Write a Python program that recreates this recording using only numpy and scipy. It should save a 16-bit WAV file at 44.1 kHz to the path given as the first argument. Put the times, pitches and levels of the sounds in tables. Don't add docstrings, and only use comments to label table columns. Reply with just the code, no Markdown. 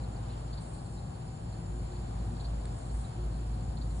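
import sys
import numpy as np
from scipy import signal
from scipy.fft import rfft, irfft
from scipy.io import wavfile
from scipy.ndimage import uniform_filter1d

SR = 44100
rng = np.random.default_rng(int(sys.argv[2]) if len(sys.argv) > 2 else 0)


def generate_wav(signal):
    frames = np.transpose(np.atleast_2d(signal))
    scaled = np.clip(frames, -1, 1) * 32767
    pcm = np.round(scaled).astype(np.int16)
    wavfile.write(sys.argv[1], SR, pcm)


N = 176400

# (frequency [Hz], left minus right [dB])
BALANCE = [(60, 0), (110, 1.5), (180, 4.5), (700, 2.5), (1700, -2), (3000, .5), (6000, 0)]


def undb(db):
    return 10 ** (np.asarray(db) / 20)


def unit(x):
    return x / np.sqrt(np.mean(x ** 2) + 1e-30)


def freqs():
    return np.maximum(np.arange(N // 2 + 1) * SR / N, 1)


def curve(points):
    hz, value = np.array(points).T
    return np.interp(np.log(freqs()), np.log(hz), value)


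def resonances(rows):
    return sum(undb(db) * np.exp(-((freqs() - hz) / (2 * spread)) ** 2) for hz, spread, db in rows)


def colour(x, gain):
    return irfft(rfft(x) * gain, N)


def wander(rate_hz):
    hold = max(int(SR / rate_hz), 2)
    steps = np.repeat(rng.standard_normal(N // hold + 2), hold)
    return 4 / 3 * uniform_filter1d(uniform_filter1d(steps, hold), hold)[:N]


def noise_pair(correlation):
    c = np.clip(correlation, -1, 1)
    mid, side = rfft(rng.standard_normal((2, N)))
    return mid * np.sqrt(1 + c) + side * np.sqrt(1 - c) * np.array([[1], [-1]])


def stereo_phase(rad):
    return np.exp(.5j * rad * np.array([[1], [-1]]))


def stereo_balance():
    return undb(curve(BALANCE) * np.array([[.5], [-.5]]))


def gate(start, length, fade_s):
    t = np.arange(N) / SR - start
    return np.clip(np.minimum(t, length + fade_s / 2 - t) / fade_s, 0, 1)


def tone(hz, drift=.003925):
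    cycles = np.cumsum(hz * (1 + drift * wander(5))) / SR
    return np.sqrt(2) * np.sin(2 * np.pi * (cycles + rng.random()))


def noise_band(hz, spread, phase, correlation):
    return irfft(noise_pair(correlation) * resonances([(hz, spread, 0)]) * stereo_phase(phase), N)


def traffic():
    # (frequency [Hz], relative spectral density [dB])
    road_spectrum = [(20, -41.5), (30, -29), (48, -17), (100, -17.5), (165, -19), (200, -26.5),
                     (300, -29.5), (420, -34), (560, -33), (740, -30.5), (1050, -38), (1350, -43.5),
                     (1650, -46), (2000, -51.5), (2800, -50.5), (4000, -53), (5000, -55.5), (6200, -61),
                     (8200, -55.5), (9900, -59.5), (11000, -76)]
    # (frequency [Hz], correlation before clipping [ratio])
    correlation = [(60, .9995), (120, 0.979), (260, 0.95), (420, 0.21), (650, -0.48), (1100, -0.13),
                   (2000, 0.2), (2800, -0.58), (4000, 0.22), (5000, -0.59), (6000, 0.995), (7500, 0.79),
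                   (10000, -1.2)]
    # (time [s], spread [s], centre [Hz], width [octaves], lift [dB])
    passes = [(.25, .38, 940, 2.8, 2.5), (1.5, 0.35, 1050, 0.53, 0.5), (1.65, .4, 179, .7, 2.5),
              (2.25, .09, 197, 0.79, 5), (3.75, 0.36, 109, 0.87, 4)]
    spectrum = noise_pair(curve(correlation)) * undb(curve(road_spectrum)) * stereo_balance()
    t, octave = np.arange(N) / SR, np.log2(freqs() / 20)
    swell_db, out = .61 * wander(1.1), 0
    for k in range(10):
        band = irfft(spectrum * np.maximum(1 - abs(octave - k), 0), N)
        lift_db = sum(db * np.exp(-((t - time) / spread) ** 2 - ((k - np.log2(hz / 20)) / width) ** 2)
                      for time, spread, hz, width, db in passes)
        flicker_db = .5 * wander(7.07)
        out = out + band * undb(swell_db + lift_db + flicker_db)
    return unit(out) * undb(-41)


def machines():
    # (time [s], relative level [dB])
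    throb = [(0, -45), (.18, -39.5), (.5, -40), (0.851, -47), (1.44, -49.5), (1.85, -35.5), (2.04, -46),
             (2.17, -34), (2.37, -40.5), (2.52, -32), (2.8, -44.5), (2.95, -32), (3.1, -45.5),
             (3.28, -31.5), (3.42, -38), (3.55, -32.5), (3.66, -40), (3.88, -32.5), (4, -35)]
    # (frequency [Hz], level before balance [dB], waver [dB])
    hum_lines = [(58.3, -50, -2.5), (101.65, -51, 3), (108.95, -52, 10), (117.4, -46.5, -0.5),
                 (139.96, -53, 2), (175.9, -55, 3), (235.7, -59, 2.5), (293.5, -68.5, -0.5),
                 (317.3, -69, 1.5), (352.2, -64.5, 4), (357.5, -64.5, 4.5), (459.3, -68.5, 2),
                 (518.5, -69.5, 3.5), (723, -70.5, 7.5), (761, -68.5, 5), (794.9, -69, 5.5),
                 (1640, -86.5, 4)]
    throb_db = np.interp(np.arange(N) / SR, *np.array(throb).T)
    drone = tone(hz=54.2, drift=.0035) * undb(throb_db - .5)
    hum = sum(unit(tone(hz) * undb(waver * wander(3.97))) * undb(db) for hz, db, waver in hum_lines)
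    whine = tone(hz=360.9) * undb(-50.5) * gate(start=3.16, length=.11, fade_s=.02)
    return colour(drone + hum + whine, stereo_balance())


def choruses():
    # (centre [Hz], spread [Hz], level [dB], flutter [dB], stereo phase [rad], coherence [0-1])
    kinds = [(4344, 190, -71, 3.5, 0.3, .6), (4960, 360, -71, 2, 3.5, 1), (7157, 193, -67, 1.5, 0.6, 0.98),
             (9360, 353, -67, 1.0, -1.566, 1)]
    out = 0
    for hz, spread, db, flutter, phase, coherence in kinds:
        band = noise_band(hz, spread, phase, coherence)
        envelope = undb(flutter * wander(70.7) + .06 * wander(4.227))
        out = out + undb(db) * unit(band * envelope)
    return out


def buzzes():
    # (time [s], duration [s], level [dB], centre [Hz], spread [Hz], stereo phase [rad])
    trills = [(0.167, 0.23, -65.5, 3430, 900, 1), (.88, 0.18, -71, 4220, 300, 0.99),
              (1.503, 0.62, -69.5, 7130, 180, .5), (2.647, 0.46, -62.5, 8540, 960, -1.35),
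              (3.86, .25, -61.5, 8200, 1100, -1.3)]
    out = 0
    for start, length, db, hz, spread, phase in trills:
        band = noise_band(hz, spread, phase, correlation=.94)
        flutter = undb(1.5 * wander(110))
        out = out + unit(band * flutter) * undb(db) * gate(start, length, fade_s=.13)
    return out


def far_chirps():
    # (time [s], duration [s], level [dB], pitch [Hz])
    strokes = [(0.032, 0.02, -61, 4200), (.158, .014, -62, 4500), (.252, .016, -65, 4380),
               (0.293, 0.027, -62, 4200), (0.63, 0.022, -65.5, 4520), (.973, 0.027, -64, 4050),
               (1.917, .012, -63, 4200), (1.956, .014, -61, 4340), (3.041, .025, -63.5, 3950)]
    scrape = noise_pair(.83) * stereo_phase(1.0)
    spread_hz, out = 190, 0
    for start, length, db, hz in strokes:
        ring = irfft(scrape * resonances([(hz, spread_hz, 0)]), N)
        out = out + unit(ring) * undb(db) * gate(start, length, fade_s=.0055)
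    return out


def tick():
    # (frequency [Hz], spread [Hz], relative gain [dB])
    modes = [(1850, 300, -5), (4250, 380, -6.5), (8100, 600, 0)]
    start_s, decay_s, peak_db = 2.6553, .0016, -35
    t = np.arange(N) / SR - start_s
    contact = np.diff((t >= 0) * 1., prepend=0)
    crackle = .18 * rng.standard_normal(N) * (t >= 0) * np.exp(-abs(t) / decay_s)
    ring = colour(contact + crackle, resonances(modes) * stereo_phase(-1.2))
    return undb(peak_db) * ring / abs(ring).max()


def stridulate(strokes, wing, tooth_hz, phase, echo_db, t60_s, scrape, fade_s):
    teeth_passed = np.cumsum(tooth_hz * (1 + .14 * wander(300))) / SR
    impacts = np.diff(np.floor(teeth_passed), prepend=0)
    force = unit(impacts) + scrape * rng.standard_normal(N)
    call = 0
    for start, length, db, tuning in strokes:
        ring = colour(force, resonances([(hz * tuning, spread, gain) for hz, spread, gain in wing]))
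        call = call + unit(ring) * undb(db) * gate(start, length, fade_s)
    t = np.arange(N) / SR
    tail = rng.standard_normal((2, N)) * np.exp(-np.log(1000) * t / t60_s)
    echo = signal.fftconvolve(call[None], unit(tail) / np.sqrt(N), axes=1)[:, :N]
    return colour(call, stereo_phase(phase)) + undb(echo_db) * echo


def small_katydid():
    # (time [s], duration [s], level [dB], wing tuning [ratio])
    strokes = [(.604, 0.025, -61.5, 0.96), (.660, .0405, -63.5, 0.99), (.725, .028, -60.5, 1),
               (.835, .035, -65, 0.99), (.895, .05, -69, 1)]
    # (frequency [Hz], spread [Hz], relative gain [dB])
    wing = [(8130, 480, -3), (9440, 350, -5)]
    return stridulate(strokes, wing, tooth_hz=690, phase=-1.2,
                      echo_db=3, t60_s=.53, scrape=1.0, fade_s=.0064)


def katydid():
    # (time [s], duration [s], level [dB], wing tuning [ratio])
    strokes = [(.528, .0163, -53.8, 1.005), (.572, .0163, -54.5, 1.01), (2.367, .006, -54, .995),
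               (2.399, .0175, -53.5, .975), (2.442, .0202, -53.3, .995), (3.769, .0141, -55.8, .97),
               (3.812, .0139, -54.3, 1.01)]
    # (frequency [Hz], spread [Hz], relative gain [dB])
    wing = [(3796, 300, -8.5), (4444, 135, 1.5), (4800, 150, -18)]
    # (frequency [Hz], phase [rad])
    phases = [(3600, 0.31), (4450, 1.7), (4900, 2.79)]
    return stridulate(strokes, wing, tooth_hz=411, phase=curve(phases),
                      echo_db=-4, t60_s=.19, scrape=.38, fade_s=.0024)


def scene():
    background = traffic() + machines() + choruses() + buzzes() + far_chirps()
    return background + tick() + small_katydid() + katydid()


def record(dry):
    cutoff_hz = 10400
    return signal.sosfilt(signal.ellip(10, .2, 80, cutoff_hz, fs=SR, output="sos"), dry)


dry = scene()
out = record(dry)
generate_wav(out)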